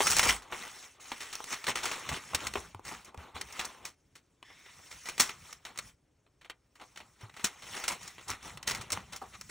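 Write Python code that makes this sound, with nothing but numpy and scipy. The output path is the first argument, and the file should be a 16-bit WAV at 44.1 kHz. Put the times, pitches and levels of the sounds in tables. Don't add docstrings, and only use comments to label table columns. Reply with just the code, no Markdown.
import sys
import numpy as np
from scipy import signal
from scipy.fft import rfft, irfft, next_fast_len
from scipy.io import wavfile
from scipy.ndimage import uniform_filter1d, map_coordinates

SR = 44100
rng = np.random.default_rng(int(sys.argv[2]) if len(sys.argv) > 2 else 0)


def wrap_up_sound(samples):
    columns = np.atleast_2d(samples).T
    tamed = np.clip(columns, -1, 1)
    steps = np.round(tamed * 32767).astype(np.int16)
    wavfile.write(sys.argv[1], SR, steps)


def gain_from_db(level_db):
    decades = np.asarray(level_db, float) / 20
    return 10 ** decades


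N = 418950


def unit(x):
    return x / np.sqrt(np.mean(x ** 2, axis=-1, keepdims=True) + 1e-20)


def along(points, hz):
    f, v = np.transpose(points)
    return np.interp(np.log(hz + 1), np.log(f + 1), v)


def curves(rows):
    s, *cols = np.transpose(rows)
    return np.array([np.interp(np.arange(N) / SR, s, c) for c in cols])


def wobble(rate):
    knots = rng.standard_normal(int(N * rate / SR) + 4)
    return map_coordinates(knots, [np.arange(N) * rate / SR])


def filtered(x, response):
    m = next_fast_len(N + SR // 2)
    return irfft(rfft(x, m) * response(np.fft.rfftfreq(m, 1 / SR)), m)[..., :N]


def coloured(x, spectrum):
    def response(hz):
        gain = gain_from_db(along(spectrum, hz))
        cepstrum = irfft(np.log(gain / np.sqrt(np.mean(gain ** 2))))
        cepstrum[1:len(hz) - 1] *= 2
        cepstrum[len(hz):] = 0
        return np.exp(rfft(cepstrum))
    return filtered(x, response)


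def mix(sharp, step_db):
    return -step_db * np.subtract.outer([0, -1, 1], sharp) ** 2


# (frequency [Hz], relative level per Hz [dB])
BODY_COLOUR = [(700, -9), (1300, 3), (1670, -0.5), (2000, 3.5), (3000, -0.5), (4200, -4), (6000, -40)]
HOLLOW_COLOUR = [(110, -21.5), (230, -3), (400, -0.5), (600, -3), (850, 3.5), (1200, 3), (2200, -23.5)]
BRIGHT_COLOUR = [(3000, -24), (4900, -5), (5500, 0), (8000, -4), (11400, -6.5), (12800, -10), (15000, -8.5)]


def parts(body, hollow, bright):
    return coloured(body, BODY_COLOUR) + coloured(hollow, HOLLOW_COLOUR) + coloured(bright, BRIGHT_COLOUR)


def rings(events, fall):
    out, t = np.zeros(N + SR), np.arange(SR // 2) / SR
    for s, db, hz, t60 in events:
        turns = hz * t / (1 + fall * t)
        onset = 1 - np.exp(-3.5 * hz * t)
        decay = gain_from_db(db - 60 * t / abs(t60))
        out[round(s * SR):][:len(t)] += decay * onset * np.sin(2 * np.pi * turns)
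    return out[:N]


# (frequency [Hz], relative level per Hz [dB])
TONE_COLOUR = [(15, -51), (35, -7.5), (127, -7), (202, -18.5), (272, -9), (742, -23), (16400, -48)]


def room_tone():
    return gain_from_db(-74.0) * coloured(rng.standard_normal(N), TONE_COLOUR)


# (frequency [Hz], t60 [s])
ROOM_T60 = [(500, 0.22), (10000, 0.02)]


def room(x):
    hz, t, z = signal.stft(rng.standard_normal(SR // 3), SR, nperseg=256)
    decay = gain_from_db(-60 * t / along(ROOM_T60, hz)[:, None])
    tail = signal.istft(z * decay, SR, nperseg=256)[1]
    delayed = np.pad(x, (300, 0))
    return signal.fftconvolve(delayed, tail / np.linalg.norm(tail))[:N]


# (frequency [Hz], level [dB])
APART_LEVEL = [(60, -52), (250, -17.5), (700, -3.5), (1100, -25), (2500, -29.5), (5000, -16), (9000, -14.5),
               (11500, -45)]


def unshared(x):
    n, t60 = SR // 10, 0.047
    path = rng.standard_normal(n) * gain_from_db(-60 * np.arange(n) / SR / t60)
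    scattered = signal.fftconvolve(x, path / np.linalg.norm(path))[:N]
    return filtered(scattered, lambda hz: gain_from_db(along(APART_LEVEL, hz)))


# (time [s], level [dB])
SLIDE_LEVEL = [(4.42, -110), (4.45, -61), (4.6, -59), (4.63, -68), (4.67, -56), (4.75, -66), (4.95, -110)]
# (frequency [Hz], width [Hz], relative level [dB])
STRIP_MODES = [(1950, 260, 0), (3600, 200, -5), (5400, 250, -7)]


def slide():
    def modes(f):
        total = 0
        for k, (centre, width, db) in enumerate(STRIP_MODES):
            damping = 1j * f * width
            total = total + (-1) ** k * gain_from_db(db) * damping / (centre * centre - f * f + damping)
        return total

    friction = rng.standard_normal((2, N))
    low, high = unit(filtered(friction, lambda f: np.array([modes(f * 1.04), modes(f / 1.04)])))
    moved = np.clip((np.arange(N) / SR - SLIDE_LEVEL[0][0]) / .25, 0, 1) * np.pi / 2
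    level = gain_from_db(curves(SLIDE_LEVEL)[0] + 2.2 * wobble(66))
    return level * (np.cos(moved) * low + np.sin(moved) * high)


# (time [s], level [dB], starting pitch [Hz], t60 [s])
PANEL_POPS = [(2.555, -27.5, 401, 0.05), (9.216, -44, 830, 0.11)]


def pops():
    return rings(PANEL_POPS, fall=2.2) * gain_from_db(4.8 * wobble(320))


# (time [s], level [dB], starting pitch [Hz], t60 [s])
SHEET_FLAPS = [(0.276, -34.5, 56.1, 0.31), (1.678, -37.5, 126.4, 0.13), (2.342, -34, 78, 0.11),
               (2.452, -46, 70.6, 0.9), (2.575, -38.5, 80.2, 0.11), (2.746, -40.5, 99, 0.17),
               (3.177, -33.5, 81.4, 0.088), (3.345, -41.5, 78.4, 0.15), (5.2, -39.5, 257, 0.096),
               (7.232, -37, 111.5, 0.14), (7.441, -31.5, 203, 0.069), (8.3, -43, 103, 0.2),
               (8.553, -46, 148, 0.12), (8.698, -46, 152, 0.11), (8.797, -41.5, 126.7, 0.14),
               (8.93, -39.5, 101.8, 0.16), (8.975, -39.5, 192, 0.098)]


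def flaps():
    return rings(SHEET_FLAPS, fall=0.55)


# (frequency [Hz], relative level per Hz [dB])
BASS_COLOUR = [(15, -55.5), (28, -29.5), (55, 7), (100, 2.5), (200, 0.5), (350, -29)]
# (time [s], level [dB])
SWAY_LEVEL = [(.2, -55), (.8, -72), (1.6, -88), (2.1, -56), (2.6, -54), (3.6, -63), (4.1, -59.5),
              (4.8, -66.5), (5.8, -57), (7.6, -64), (8.8, -52.5), (9.5, -56)]


def sway(level_db):
    lumps = unit(gain_from_db(3.5 * wobble(12) + 3 * wobble(30)) * coloured(rng.standard_normal(N), BASS_COLOUR))
    slow_db = uniform_filter1d(level_db, size=SR // 4)
    follows, jerks = .47, 0.63
    sway_db = curves(SWAY_LEVEL)[0] + follows * (slow_db + 44.5) + jerks * (level_db - slow_db)
    return gain_from_db(sway_db) * lumps


# (time [s], level before the sharpness balance [dB],
# sharpness [-1 dull to 1 crisp], t60 of the body part [s])
CREASE_SNAPS = [(.005, -21.5, -0.65, 0.054), (0.0695, -21.5, 0.64, 0.09), (.102, -29, 0.96, 0.027),
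                (0.108, -20, 1.3, 0.018), (.116, -22, .9, .015), (0.1225, -26, 1.1, .02),
                (.167, -22, 0.67, 0.068), (0.186, -25, 1, .02), (0.1939, -16, 0.48, 0.041),
                (0.23, -24.5, 0.52, 0.13), (0.259, -28.5, -0.78, 0.09), (0.2905, -24.5, 0.43, 0.056),
                (.422, -49, 0.57, 0.13), (0.524, -30.5, -0.45, 0.063), (1.118, -33, -0.029, 0.075),
                (1.208, -39, 0.49, 0.343), (1.329, -37.5, 0.56, 0.14), (1.3542, -30, 0.84, 0.014),
                (1.4044, -21, -2.05, 0.016), (1.442, -35, 0.81, 0.02), (1.5268, -31.5, 0.45, 0.16),
                (1.642, -37, 0.4, 0.077), (1.668, -32, 0.36, 0.055), (1.757, -32, 0.38, 0.26),
                (1.8348, -33.5, 0.53, 0.25), (1.8565, -28.5, 0.48, 0.061), (1.915, -34.5, 0.39, 0.21),
                (2.0906, -29.5, 0.3, 0.072), (2.3335, -36, -1, 0.095), (2.3478, -19, 0.7, 0.043),
                (2.405, -38.5, .2, 0.035), (2.469, -29, .6, 0.056), (2.538, -29, 0.35, 0.019),
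                (2.556, -27.5, -0.67, 0.07), (2.7474, -33, -1.2, 0.012), (2.7947, -36, -1.9, 0.017),
                (2.851, -44, 0.56, 0.067), (2.914, -39.5, -1, 0.109), (3.048, -45, 1.2, 0.071),
                (3.1451, -42.5, -1.24, 0.027), (3.176, -47, 0.38, 0.021), (3.365, -41.5, -0.099, 0.098),
                (3.4125, -31, 0.66, .037), (3.525, -40, 1.3, 0.066), (3.5945, -28, 0.34, 0.12),
                (3.652, -30.5, 1.23, 0.036), (3.853, -37.5, 0.72, 0.16), (4.1549, -49.5, 0.48, 0.12),
                (4.4278, -44.5, -0.22, 0.0285), (4.503, -51.5, -0.86, 0.075), (4.662, -51.5, -0.12, 0.059),
                (4.79, -55.5, -.8, 0.08), (4.911, -44, 0.54, 0.18), (5.0582, -40.5, 0.48, 0.24),
                (5.0879, -34.5, 0.55, 0.067), (5.18, -34, 0.51, 0.053), (5.199, -16.5, 0.83, 0.15),
                (5.293, -35.5, 0.33, 0.073), (5.528, -39, 0.81, 0.032), (5.652, -39.5, 0.29, 0.11),
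                (5.7594, -49, 0.062, .04), (5.776, -39, 0.87, .04), (5.7882, -27, 0.59, 0.032),
                (6.265, -65.5, -0.48, 0.072), (6.413, -56.5, 0.19, 0.12), (6.4476, -50.5, -0.066, 0.089),
                (6.499, -35, 0.11, 0.046), (6.7556, -57, 0.37, 0.11), (6.799, -54, 0.012, .05),
                (6.8141, -47.5, 0.1, .07), (6.96, -47.5, 0.23, 0.065), (6.974, -48, 0.44, 0.14),
                (7.004, -47.5, -0.36, 0.086), (7.2115, -51.5, 0.47, 0.061), (7.284, -53, -1.5, 0.04),
                (7.296, -54, 0.023, .06), (7.341, -53, 0.082, 0.062), (7.366, -45.5, 0.33, 0.1),
                (7.3958, -45.5, -0.049, 0.057), (7.4437, -21.5, 0.77, 0.096), (7.6227, -46, 0.27, 0.12),
                (7.84, -33.5, 0.46, 0.1), (7.8805, -24.5, 0.74, 0.096), (7.919, -36, 0.49, 0.092),
                (8.03, -47, 0.87, .08), (8.0782, -39, 0.75, 0.038), (8.182, -46, -0.26, 0.091),
                (8.212, -46.5, 0.19, 0.045), (8.2818, -34, 0.89, 0.065), (8.3024, -30, 0.88, 0.062),
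                (8.428, -47, 0.58, .08), (8.5737, -39.5, 0.38, 0.033), (8.629, -38, 0.48, 0.047),
                (8.6749, -28, 0.67, 0.2), (8.711, -33, 0.68, 0.06), (8.749, -35.5, 0.53, 0.072),
                (8.812, -41.5, 0.63, 0.104), (8.9037, -34, 0.58, 0.045), (8.921, -24.5, 1.18, 0.046),
                (8.929, -29, 0.88, 0.053), (8.974, -33.5, -0.6, 0.012), (9.125, -42, 0.59, 0.14),
                (9.162, -35, 0.89, 0.056), (9.217, -37.5, -1.4, 0.12), (9.4122, -36.5, 0.58, 0.027)]


def snaps():
    lead = SR // 20
    t = np.arange(-lead, SR // 3) / SR
    levels, cracks = np.zeros((3, N + SR)), np.zeros((3, N))
    for s, db, sharp, t60 in CREASE_SNAPS:
        parts_db = db + mix(sharp, step_db=10)
        swell = .0003 + .007 * abs(t60)
        t60s = np.abs(t60) * np.array([[1], [1.1], [.9]])
        before = np.exp(np.minimum(t, 0) / swell)
        after = gain_from_db(-60 * np.maximum(t, 0) / t60s)
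        start = round(s * SR)
        levels[:, start:][:, :len(t)] += gain_from_db(parts_db)[:, None] * np.where(t < 0, before, after)
        cracks[:, start] = gain_from_db(np.add(parts_db, 17)) / (1 + swell / 0.0012)
    ragged = unit(gain_from_db(2.2 * wobble(350)))
    tails = levels[:, lead:][:, :N] * ragged * rng.standard_normal(N)
    return parts(*(cracks + tails))


RUSTLE_STEP_DB = 5.5
# (time [s], level before the part balance [dB], sharpness [-1 dull to 1 crisp])
FINGER_CONTACT = [(0, -68, -0.54), (.5, -53, -.6), (.6, -46, 0.16), (.85, -49, 0.36), (.93, -61, 0.32),
                  (.995, -60, -0.69), (1.005, -49, 0.36), (2.55, -49.5, 0.15), (2.74, -66, -0.2),
                  (3.335, -58.5, -1.9), (3.45, -58.5, 0.85), (3.87, -99, -.1), (3.99, -76.5, 0.52),
                  (4.417, -77.5, 0.32), (4.46, -62.5, 0.069), (5.0, -52.5, 0.7), (5.55, -70, -0.65),
                  (5.645, -66, 0.26), (5.72, -60, -0.48), (5.89, -54, 0.89), (5.96, -82, 0.5),
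                  (6.7, -80, 0.58), (6.85, -64.5, 0.58), (7.33, -68, 0.29), (8.25, -55.5, 0.17),
                  (8.62, -57, -1), (9.5, -58.5, 0.75)]


def contact_power():
    contact_db, sharp = curves(FINGER_CONTACT)
    return gain_from_db(2 * (contact_db + mix(sharp, RUSTLE_STEP_DB)))


# (peak time [s], peak level before the part balance [dB],
# rise from 20 dB under the peak [s], fall to 20 dB under the peak [s], sharpness [-1 dull to 1 crisp])
HAND_CRUMPLES = [(.12, -28.5, 1, 0.15, 0.63), (.3, -26.5, 0.31, 0.083, 0.31),
                 (0.539, -40.5, 0.036, 0.19, -0.028), (1.525, -37, 0.077, 0.024, 0.42),
                 (1.687, -24.5, 0.021, 0.041, -0.037), (1.857, -37.5, 0.051, 0.37, -0.22),
                 (2.148, -35, 0.1, 0.057, -0.093), (2.465, -40, 0.24, 0.056, -.2),
                 (2.561, -45.5, 0.025, 0.18, 0.21), (2.878, -42, 0.04, 0.17, 0.14),
                 (3.085, -49.5, 0.05, 0.03, -0.53), (3.2, -46.5, 0.038, 0.16, -0.75),
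                 (3.353, -43.5, 0.0097, 0.12, -0.33), (3.605, -43, 0.19, 0.2, -0.012),
                 (3.861, -52.5, 0.23, 0.054, -0.68), (5.082, -53, 0.091, 0.54, 0.34),
                 (5.215, -39, 0.026, 0.15, 0.22), (5.51, -51, 0.19, 0.088, 0.37),
                 (5.67, -50.5, 0.024, 0.091, -0.17), (5.816, -59, 0.072, 0.071, 0.13),
                 (6.829, -50, 0.039, 0.036, -0.69), (7.02, -58.5, 0.11, 0.095, -1.1),
                 (7.23, -50, 0.053, 0.065, -0.44), (7.41, -50.5, 0.088, 0.26, 0.15),
                 (7.46, -44, 0.032, 0.062, .05), (7.787, -39, 0.21, 0.12, 0.19),
                 (7.904, -36.5, 0.019, 0.088, -0.04), (8.059, -46.5, 0.1, 0.11, 0.28),
                 (8.303, -36, 0.032, 0.069, -0.066), (8.473, -44, 0.073, 0.1, 0.084),
                 (8.696, -40, 0.042, 0.22, -0.28), (8.931, -38, 0.029, 0.1, -0.17),
                 (9.144, -44.5, 0.03, 0.036, -0.49), (9.35, -45, 0.028, 0.022, -0.039),
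                 (9.499, -41, 0.0093, .05, 0.25)]


def crumple_power():
    t = np.arange(N) / SR
    power = np.zeros((3, N))
    roundness = 1.65
    for s, db, rise, fall, sharp in HAND_CRUMPLES:
        near = slice(max(0, round((s - 3 * abs(rise)) * SR)), round((s + 3 * abs(fall)) * SR))
        away = np.maximum((s - t[near]) / abs(rise), (t[near] - s) / abs(fall))
        envelope = gain_from_db(2 * (db - 20 * away ** roundness))
        power[:, near] += np.outer(gain_from_db(2 * mix(sharp, RUSTLE_STEP_DB)), envelope)
    return power


RUSTLE_BALANCE = [-5, -3, -1]


def handling():
    return gain_from_db(RUSTLE_BALANCE)[:, None] * np.sqrt(contact_power() + crumple_power())


def ticks(per_s, spread_db, t60):
    struck = rng.random(N) < per_s / SR
    sizes = struck * gain_from_db(spread_db * rng.exponential(size=N).clip(0, 2.2))
    return unit(signal.lfilter([1], [1, -gain_from_db(-60 / (t60 * SR))], sizes))


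def patchy(x, depth_db):
    z = signal.stft(x, nperseg=256)[2]
    field = uniform_filter1d(rng.standard_normal(z.shape), size=5, axis=0)
    field = uniform_filter1d(field, size=8, axis=1)
    gain = gain_from_db(depth_db * field / field.std())
    return signal.istft(z * gain / np.sqrt(np.mean(gain ** 2)), nperseg=256)[1][:N]


def rustle(levels, level_db):
    crackly = np.clip((level_db + 66.5) / 28, .2, 1)
    wide = ticks(per_s=200, spread_db=3.6, t60=.011)
    own = np.array([ticks(per_s=110, spread_db=4, t60=.016) for _ in range(3)])
    grain = np.sqrt((1 + (crackly * (0.73 * wide + .5 * own)) ** 2) / (1 + crackly ** 2))
    hiss = rng.standard_normal((3, N))
    return patchy(parts(*(levels * grain * hiss)), depth_db=2.6)


def scene():
    levels = handling()
    level_db = 10 * np.log10(np.sum(levels ** 2, axis=0))
    paper = rustle(levels, level_db) + snaps() + pops() + slide()
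    shared = paper + flaps() + sway(level_db) + gain_from_db(-17.5) * room(paper) + room_tone()
    apart = unshared(shared)
    return np.array([shared + apart, shared - apart])


# (frequency [Hz], gain [dB])
TOP_GAIN = [(15700, 0), (16000, -22), (16500, -40)]
# (frequency [Hz], out-of-phase part over in-phase part [dB])
PORT_LEAD = [(60, -32), (250, -19), (690, -12), (1200, -19), (1500, -38), (3900, -33), (4300, -9),
             (4820, -1), (5300, -8), (5700, -35), (6700, -32), (7200, -6), (9000, 0), (10900, 9),
             (11500, 34), (13600, 34), (14000, 5), (16000, 1)]


def ports(dry):
    def response(hz):
        half_phase = np.arctan(gain_from_db(along(PORT_LEAD, hz)))
        return gain_from_db(along(TOP_GAIN, hz)) * np.exp(1j * half_phase * [[1], [-1]])
    return filtered(dry, response)


def top_cut(x):
    return signal.sosfilt(signal.butter(12, 16500, fs=SR, output="sos"), x)


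def record(dry):
    mixed = ports(dry)
    return top_cut(mixed)


dry = scene()
out = record(dry)
wrap_up_sound(out)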